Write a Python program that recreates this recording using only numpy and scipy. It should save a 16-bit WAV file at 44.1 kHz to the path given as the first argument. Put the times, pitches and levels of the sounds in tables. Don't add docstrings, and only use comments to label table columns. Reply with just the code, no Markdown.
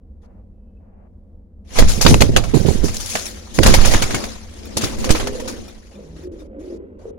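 import sys
import numpy as np
from scipy import signal
from scipy.fft import rfft, irfft, next_fast_len
from scipy.io import wavfile
from scipy.ndimage import uniform_filter1d, map_coordinates

SR = 44100
rng = np.random.default_rng(int(sys.argv[2]) if len(sys.argv) > 2 else 0)


def rack_gain(trim_db):
    fader = np.asarray(trim_db, float)
    return 10 ** (fader / 20)


def wav_out(sig):
    wavfile.write(sys.argv[1], SR, np.round(np.clip(np.atleast_2d(sig).T, -1, 1) * 32767).astype(np.int16))


N = 316638

# (frequency [Hz], relative density [dB per Hz])
RUMBLE_SPECTRUM = [(8.8, -46), (15, -10.5), (75, -3.5), (97, -11), (126, -33), (201, -11), (294, -28),
                   (321, -25.5), (371, -32.5), (497, -27), (610, -35), (1380, -57.5), (3000, -70),
                   (16000, -77)]
# (time [s], level [dB])
RUMBLE_LEVEL = [(0, -42), (.95, -42), (1.6, -41.5), (4.5, -38.5), (5.8, -42), (7.18, -41.5)]
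# (frequency [Hz], correlation [-])
LIKENESS = [(60, 0.95), (180, 1), (550, 0.61), (1650, 0.52), (4970, 0.25), (15000, 0.16)]
# (frequency [Hz], t60 [s])
WALL_DECAY = [(200, 1), (2000, 0.12), (10000, 0.18)]
# (frequency [Hz], width [Hz], relative level [dB])
LOFT_MODES = [(214.6, 20, 1), (303, 8.3, 2.5), (352.4, 13, -2.5), (496.4, 23, 3)]
# (frequency [Hz], left over right [dB])
PORT_COLOUR = [(600, 1), (2000, 2.5), (3300, 2), (4500, 4), (5800, 9), (7000, 7.5), (8300, -2),
               (10000, -19.5), (12000, -9.5), (15000, 3.5)]
# (middle [s], pitch [Hz], length [s], level [dB])
WHISTLES = [(.71, 2595, .52, -87), (.7, 3030, .4, -92), (.96, 2400, .13, -87), (6.8, 2700, .7, -83)]
# (start [s], end [s], level at start [dB], level at end [dB], bright over dull rustle [dB])
RUSTLE_PATCHES = [(0.213, 0.269, -74, -72, 5.5), (0.229, 0.432, -53, -61.5, -34),
                  (0.8, 1.082, -62.5, -53.5, -45), (5.905, 6.283, -54, -59, 0.5),
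                  (6.159, 6.258, -65, -75, 13.5), (6.313, 6.476, -62.5, -68.5, 4.5),
                  (6.388, 6.437, -64, -73, 11.5), (6.589, 6.781, -57, -61.5, 2),
                  (6.985, 7.114, -52, -50.5, -10)]
# (middle [s], pitch [Hz], level [dB])
THIN_RINGS = [(0.775, 2610, -73), (4.033, 2270, -28), (4.156, 2204, -24.5), (5.0, 987, -38),
              (5.281, 1750, -33.5), (5.405, 970, -40)]
# (time [s], relative level [dB])
LANDING = [(7.053, -28)]
# (frequency [Hz], width [Hz], relative level [dB])
PERCH = [(403, 34, 8.5), (477, 61, 3.5), (786, 230, -18.5)]
# (time [s], relative level [dB], frequency of the mode struck most [Hz])
TICKS = [(4.653, -34.5, 1350), (5.681, -40, 1350), (5.952, -56.5, 3570), (6.233, -50.5, 1450),
         (6.402, -53, 3570)]
# (frequency [Hz], relative level [dB], t60 [s])
FITTING = [(1350, 4, 0.054), (2430, 6, 0.077), (3570, 7.5, 0.08), (5550, 14, 0.045)]
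# (time [s], starting level [dB], pitch [Hz])
SNAPS = [(2.143, -9, 901), (2.944, -20.5, 7100), (2.968, -15.5, 5950), (3.79, -14, 1520),
         (3.947, -12, 1470), (4.844, -14.5, 4320), (5.107, -10.5, 3010)]
# (middle [s], pitch [Hz], length [s], level [dB])
LOW_TONES = [(4.685, 478, .09, -43), (5.271, 244.9, 0.18, -32.5), (5.09, 519, 0.05, -22.5),
             (5.14, 318.6, 0.074, -23), (5.269, 403, 0.23, -31.5), (5.35, 510, .08, -36),
             (5.44, 213.6, .2, -40), (5.4, 483, 0.19, -32), (5.98, 204, 0.13, -39.5),
             (6.002, 484, 0.051, -37.5), (6.13, 161, 0.27, -42.5), (6.181, 312, 0.087, -39),
             (6.262, 361.4, 0.077, -31), (6.34, 329.6, .08, -36), (6.422, 310, .06, -36),
             (6.56, 534, 0.16, -43), (6.68, 614, .3, -52.5), (6.602, 307.5, 0.089, -33),
             (6.66, 368.4, .1, -33), (6.73, 349, .11, -32), (6.735, 477, 0.059, -36.5),
             (6.825, 381, .07, -37.5), (7.12, 422, 0.14, -45.5)]
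# (time [s], level [dB])
BREATH = [(5.05, -60), (5.2, -41), (5.52, -34.5), (5.65, -57.5), (5.9, -55), (5.97, -44), (6.13, -49),
          (6.26, -43.5), (6.43, -40.5), (6.49, -46.5), (6.54, -41), (6.739, -39.5), (6.94, -46),
          (7.18, -43.5)]
# (frequency [Hz], relative density [dB per Hz])
THROAT = [(160, -21.5), (230, 1.5), (350, -1.5), (540, 0.5), (660, -19.5), (1000, -25.5), (2000, -31),
          (3500, -49.5), (6000, -77)]
# (time [s], size [dB], left over right [dB], push 1 or pull -1)
JOLTS = [(1.805, -9, -4, 1), (1.825, -1, -15, -1), (2.091, -7, -16, 1), (2.145, -4.5, -17.5, 1),
         (2.862, -17, -34, 1), (3.5904, -1.5, -25.5, 1), (3.5907, 0.5, -22.5, -1), (3.788, -6, -9, 1),
         (3.953, -9, -5, -1), (5.105, -1.5, -14, -1)]
# (time [s], relative level [dB], left over right [dB])
PUFFS = [(1.789, -12.5, -0.5), (1.816, -16.5, -6.5), (1.974, -13.5, -13), (2.048, 2.5, -36.5),
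         (2.088, -8, -18.5), (2.106, -6.5, 8.5), (2.143, -14, -7), (2.205, -1, -30.5), (2.247, -15.5, -31),
         (2.289, -8, 1), (2.334, -13, -22), (2.361, -7.5, -16), (2.535, -1.5, -44), (2.565, -6.5, -36),
         (2.595, -10.5, -31), (2.648, -5.5, -43), (2.682, -5.5, -37), (2.745, -20.5, -20),
         (2.833, -7.5, -27), (3.144, -24, -8), (3.582, -0.5, -33.5), (3.653, -7, -18.5), (3.692, -2.5, -14),
         (3.738, -23.5, -2.5), (3.78, -8, -11.5), (3.851, -18, -9.5), (3.936, -10.5, -3.5),
         (4.017, -13, -4), (4.137, -14.5, -2.5), (4.762, -19.5, -8.5), (4.831, -17.5, -6),
         (5.094, -11.5, -8.5)]
# (time [s], level [dB], left over right [dB])
DOWNWASH = [(1.55, -71, -18), (1.71, -52.5, -9), (1.798, -8, -6), (1.901, -15, 4), (2.02, -22.5, -26),
            (2.09, -13.5, 0), (2.52, -20.5, -20), (2.87, -19.5, -14), (2.93, -28, -2), (3.43, -56, 11),
            (3.601, -31.5, -11.5), (3.659, -9.5, 3.5), (3.78, -9, -13.5), (4.25, -35, 4.5),
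            (4.55, -51.5, 12), (5.0, -26, 3), (5.111, -22, -11), (5.16, -24.5, -7), (5.9, -55.5, -2)]
# (frequency [Hz], relative density [dB per Hz])
GUST = [(35, -33.5), (60, 4.5), (150, 3.5), (247, -1), (341, -5.5), (446, -7.5), (660, -25), (1500, -61.5),
        (3300, -120)]
# (frequency [Hz], relative density [dB per Hz])
SURGE = [(3, -1.5), (10, 6), (40, -3.5), (90, -9), (200, -23), (400, -57.5)]
# (frequency [Hz], relative density [dB per Hz])
FEATHERS = [(290, -18), (500, -3.5), (819, -6.5), (1510, -10), (1820, -8.5), (2930, -11), (3340, -10.5),
            (6610, -10), (8090, -20.5), (10200, -16.5), (12500, -29), (16000, -34.5)]
# (time [s], level [dB])
EFFORT = [(1.63, -110), (1.65, -67), (1.79, -23.5), (1.85, -31.5), (2.09, -40), (2.19, -34.5),
          (2.42, -40.5), (3.18, -43), (3.5, -47), (3.6, -41.5), (3.66, -24), (4.17, -32.5), (4.45, -49),
          (4.75, -45), (4.79, -35.5), (4.96, -38.5), (5.11, -36), (5.59, -45), (5.95, -59.5), (6.0, -110)]
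# (time [s], nominal peak [dB], t60 before limiting [s], relative weight of the slap [dB])
CLAPS = [(1.787, 1.5, 0.1, -9.5), (1.8824, -7.5, 0.39, -23), (2.0109, 0, 0.2, -16), (2.05, -9.5, 0.036, 0),
         (2.064, 0, 0.041, 5), (2.0766, -3, 0.3, -17.5), (2.109, -12.5, 0.026, 2.5),
         (2.1422, -6, 0.022, 1.5), (2.2061, -1.5, 0.12, -11), (2.2199, 0.5, 0.019, 4),
         (2.363, -1, 0.091, -1), (2.438, -18, 0.12, -8), (2.5392, -14.5, 0.41, -13),
         (2.66, -14, 0.55, -14.5), (2.836, -14.5, 0.34, -22), (2.882, -25, 0.1, 1),
         (2.934, -18.5, 0.53, -29), (2.999, -15.5, 0.23, -26), (3.0576, -15, 0.17, -50),
         (3.09, -11.5, 0.43, -35), (3.1529, -8.5, 0.082, -7.5), (3.171, -18.5, 0.52, -14.5),
         (3.255, -16.5, 0.2, -42), (3.5365, -14.5, 0.6, -40.5), (3.5881, -3.5, 0.018, 2),
         (3.6318, -1, 0.068, -6.5), (3.6611, 0, 0.21, -6.5), (3.739, 3, 0.093, -10.5),
         (3.808, -18, 0.097, -9.5), (3.8487, -4, 0.28, -11), (3.912, -14, 0.34, -8),
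         (3.937, -11.5, 0.1, -4.5), (4.0217, -4, 0.089, -9), (4.1069, -13.5, 0.074, -6),
         (4.145, -6, 0.075, -9), (4.184, -22.5, 0.098, -9.5), (4.2388, -16.5, 0.1, -7.5),
         (4.769, -2, 0.086, -18), (4.809, -14, 0.39, -10), (4.838, -12, 0.08, -11), (4.984, -22, 0.33, -16),
         (5.0431, -12, 0.1, -9), (5.092, -13, 0.18, -5.5), (5.105, -1.5, 0.11, -19.5),
         (5.1496, -15, 0.27, -6), (5.198, -21, 0.18, -1), (5.2714, -12.5, 0.065, -6.5),
         (5.3985, -22.5, 0.14, -7.5), (5.476, -14.5, 0.18, -11.5)]


def unit(x):
    return x / np.sqrt(np.mean(x ** 2) + 1e-20)


def along(points, hz):
    f, v = np.transpose(points)
    return np.interp(np.log(hz + 1), np.log(f + 1), v)


def curves(rows):
    s, *cols = np.transpose(rows)
    return [np.interp(np.arange(N) / SR, s, c) for c in cols]


def wobble(rate):
    knots = rng.standard_normal(int(N * rate / SR) + 4)
    return map_coordinates(knots, [np.arange(N) * rate / SR])


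def filtered(x, response):
    m = next_fast_len(N + SR // 2)
    return irfft(rfft(x, m) * response(np.fft.rfftfreq(m, 1 / SR)), m)[..., :N]


def resonances(modes):
    def response(f):
        total = 0
        for k, (centre, width, db) in enumerate(modes):
            damping = 1j * f * width
            total = total + (-1) ** k * rack_gain(db) * damping / (centre * centre - f * f + damping)
        return total
    return response


def noises(spectrum):
    def colour(hz):
        return rack_gain(np.where(hz > spectrum[-1][0], -120, along(spectrum, hz)))
    return unit(filtered(rng.standard_normal((2, N)), colour))


def patchy(x, depth_db):
    z = signal.stft(x, nperseg=256)[2]
    field = uniform_filter1d(rng.standard_normal(z.shape[1:]), size=3, axis=0)
    field = uniform_filter1d(field, size=6, axis=1)
    return unit(signal.istft(z * rack_gain(depth_db * unit(field)), nperseg=256)[1][:, :N])


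def spiky(x):
    return unit(x + 0.27 * (x ** 2 - uniform_filter1d(x ** 2, size=1500, axis=1)))


def sides(pan_db):
    lean = rack_gain(np.array([pan_db, -pan_db]) / 2)
    return 2 * lean / np.sqrt(np.sum(lean ** 2, axis=0))


def bursts(times, db, t60, pan_db, attack):
    out = np.zeros((2, N + SR))
    falls = np.clip(t60, .006, .5)
    for s, level, fall, pan, rise in zip(times, db, falls, pan_db, attack + 0 * times):
        t = np.arange(round(fall * SR)) / SR
        shape = rack_gain(level - 60 * t / fall) * (1 - np.exp(-t / rise))
        out[:, round(s * SR):][:, :len(t)] += sides(pan)[:, None] * shape
    return out[:, :N]


def tones(rows, waver, rise):
    out, drift = np.zeros(N + SR), wobble(40)
    for s, hz, length, db in rows:
        n = round(length * SR)
        first = round(s * SR) - n // 2
        glide = hz * np.linspace(1 - rise / 2, 1 + rise / 2, n)
        phase = 2 * np.pi * np.cumsum(glide) / SR
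        phase += waver * np.take(drift, np.arange(first, first + n), mode='wrap')
        out[first:first + n] += rack_gain(db) * np.sqrt(np.hanning(n)) * np.sin(phase)
    return out[:N]


def loft(x):
    hz, t, z = signal.stft(rng.standard_normal((2, SR // 2)), SR, nperseg=256)
    decay = rack_gain(-60 * t / along(WALL_DECAY, hz)[:, None])
    tail = signal.istft(z * decay, SR, nperseg=256)[1]
    return signal.fftconvolve(np.atleast_2d(x), tail / np.linalg.norm(tail[0]), axes=1)[:, :N]


def room_tone():
    def mid_and_side(hz):
        turn = np.arccos(np.clip(along(LIKENESS, hz), -1, 1)) / 2
        return np.array([np.cos(turn), np.sin(turn)])
    mid, side = filtered(noises(RUMBLE_SPECTRUM), mid_and_side)
    level_db, = curves(RUMBLE_LEVEL)
    waver_db = .6 * wobble(4.7) + 1.1 * wobble(9)
    return rack_gain(level_db + waver_db) * unit(np.array([mid + side, mid - side]))


def whistles():
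    return tones(WHISTLES, waver=.8, rise=0) * rack_gain(2.2 * wobble(30))


def gated_rustle():
    t, dull, bright = np.arange(N) / SR, np.zeros(N), np.zeros(N)
    for start, end, first_db, last_db, treble_db in RUSTLE_PATCHES:
        gate = np.clip(np.minimum(t - start, end - t) / 0.0083, 0, 1)
        patch = gate * rack_gain(np.interp(t, [start, end], [first_db, last_db]))
        dull += patch
        bright += patch * rack_gain(treble_db)
    soft = noises([(300, 1), (650, 6.5), (1200, -7.5), (2400, -19.5), (3200, -31)])
    rustle = dull * rack_gain(1.1 * wobble(35)) * soft + bright * patchy(noises(FEATHERS), depth_db=3.0)
    return rack_gain(1.1 * wobble(12)) * rustle


def thin_rings():
    length_s = 0.023
    rows = [(s, hz, length_s, db) for s, hz, db in THIN_RINGS]
    return tones(rows, waver=1.2, rise=0) * rack_gain(5 * wobble(120))


def landing():
    blows = np.zeros(N)
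    for s, db in LANDING:
        blows[round(s * SR)] = rack_gain(db + 44.0)
    wood = resonances(PERCH)
    knock = filtered(blows, lambda f: wood(f) / (1 + 1j * f / 900) ** 2)
    return knock + rack_gain(-2) * loft(knock)


def ticks():
    off_db_per_octave, scrape_db = 9, -0.5
    out, t = np.zeros((2, N + SR)), np.arange(SR // 10) / SR
    for s, db, struck_hz in TICKS:
        ring = np.zeros(len(t))
        for hz, level, t60 in FITTING:
            mode_db = level + rng.normal(0, 4.2) - 3 - off_db_per_octave * abs(np.log2(hz / struck_hz))
            detuned_hz = hz * (1 + 0.014 * rng.normal())
            roughness = np.cumsum(rng.normal(0, .07, len(t)))
            ring += rack_gain(mode_db - 60 * t / t60) * np.sin(2 * np.pi * detuned_hz * t + roughness)
        scrape = rack_gain(scrape_db - 60 * t / .05) * rng.standard_normal((2, len(t)))
        rise = 1 - np.exp(-t / 0.0018)
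        out[:, round(s * SR):][:, :len(t)] += rack_gain(db) * (ring + scrape) * rise
    return out[:, :N]


def quill_snaps():
    out, t = np.zeros((2, N + SR)), np.arange(SR // 10) / SR
    for s, db, hz in SNAPS:
        sway = uniform_filter1d(rng.standard_normal((2, len(t))), size=int(1.5 * SR / hz) + 1, axis=1)
        snap = rack_gain(db - 60 * t / 0.024) * unit(sway) * np.sin(2 * np.pi * hz * t)
        out[:, round(s * SR):][:, :len(t)] += snap
    return out[:, :N]


def room_ringing_and_coos():
    tone_rise = 0.038
    upper_ratio, upper_db = 1.3, -12.5
    left_lag_s = .0003
    flutter_hz = 45 * (1 + 0.35 * wobble(11))
    throb = np.cos(2 * np.pi * np.cumsum(flutter_hz) / SR)
    level_db, = curves([(BREATH[0][0] - .1, -110), *BREATH])
    gurgle = rack_gain(level_db) * unit(rack_gain(2.8 * throb) * noises(THROAT)[0])
    upper = [(s, hz * upper_ratio, length, db + upper_db) for s, hz, length, db in LOW_TONES]
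    pairs = tones(LOW_TONES, waver=0.53, rise=tone_rise) + tones(upper, waver=1.4, rise=-tone_rise)
    low = pairs * rack_gain(4.3 * throb) + gurgle
    late = np.pad(low, (round(left_lag_s * SR), 0))[:N]
    return np.array([late, low]) + rack_gain(-11.0) * loft(low)


def jolts():
    s, db, pan_db, way = np.transpose(JOLTS)
    t60 = np.full(len(s), 0.1)

    def one_way(pick):
        return bursts(s[pick], db[pick], t60[pick], pan_db[pick], attack=0.000091)
    return one_way(way > 0) - one_way(way < 0)


def buffeting():
    puff_t60_s = 0.13
    edge_db, edge_share = -8, 0.42
    s, db, pan_db = np.transpose(PUFFS)
    t60 = np.full(len(s), puff_t60_s)
    lumps = rack_gain(3.48 * np.array([wobble(70), wobble(70)]))
    puffs = bursts(s, db, t60, pan_db, attack=0.0048) * unit(lumps * spiky(noises(GUST)))
    edge_noise = noises([(120, -14.0), (250, 6.5), (600, -4.5), (1300, -37.5)])
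    edges = bursts(s, db + edge_db, edge_share * t60, pan_db, attack=0.0066) * unit(lumps * edge_noise)
    before, after = (DOWNWASH[0][0] - .1, -80, 0), (DOWNWASH[-1][0] + .1, -80, 0)
    level_db, lean_db = curves([before, *DOWNWASH, after])
    return puffs + edges + rack_gain(level_db) * sides(lean_db) * noises(SURGE)


def feather_rush():
    level_db, = curves(EFFORT)
    flutter = rack_gain(1.3 * wobble(30) + 1.1 * wobble(150))
    rustle = sides(0)[:, None] * patchy(flutter * noises(FEATHERS), depth_db=3.0)
    low = noises([(150, -19.5), (220, 3.0), (540, -3.5), (1000, -23.5), (2000, -34.5)])
    whoosh = rack_gain(0.5 + 4.2 * wobble(7.5)) * low
    boom = rack_gain(1.0) * unit(filtered(whoosh, resonances(LOFT_MODES)))
    return rack_gain(level_db) * (rustle + whoosh + boom)


def wing_claps():
    crest_db = 14.5
    clap_lean_db, slap_lean_db = 3, -8
    rise_share = 0.041
    s, peak_db, t60, body_db = np.transpose(CLAPS)
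    db, pan_db = peak_db - crest_db, np.full(len(s), clap_lean_db)
    slap_pan_db = pan_db + slap_lean_db

    grain = rack_gain(1.4 * np.array([wobble(500), wobble(500)]))
    bright = np.diff(noises(FEATHERS), prepend=0)
    crackle = bursts(s, db, t60, pan_db, attack=0.00056 + rise_share * t60 ** 2)
    crackle *= patchy(grain * bright, depth_db=3)

    dull = noises([(200, -25.5), (500, 2.0), (1100, -6), (2500, -8), (5000, -12.5)])
    slap = bursts(s, db + body_db + 11.5, 0.9 * t60, slap_pan_db, attack=0.00042)
    slap *= patchy(dull, depth_db=3.5)

    contact = bursts(s, db + body_db / 2 + 8.5, np.full(len(s), .009), slap_pan_db, attack=0.00011)
    contact *= noises([(300, -14.5), (800, -7.0), (6000, -20.0)])
    claps = crackle + slap + contact
    return claps + rack_gain(-25) * loft(claps)


def scene():
    small = whistles() + gated_rustle() + thin_rings() + ticks() + quill_snaps()
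    airborne = small + feather_rush() + wing_claps()
    airborne = filtered(airborne, lambda hz: sides(along(PORT_COLOUR, hz)) / np.sqrt(2))
    return room_tone() + landing() + room_ringing_and_coos() + jolts() + buffeting() + airborne


def band_limit(x):
    return signal.sosfilt(signal.butter(12, 16450, fs=SR, output="sos"), x)


def record(dry):
    hardness = 12
    clipped = dry / (1 + np.abs(dry) ** hardness) ** (1 / hardness)
    return band_limit(clipped)


dry = scene()
out = record(dry)
wav_out(out)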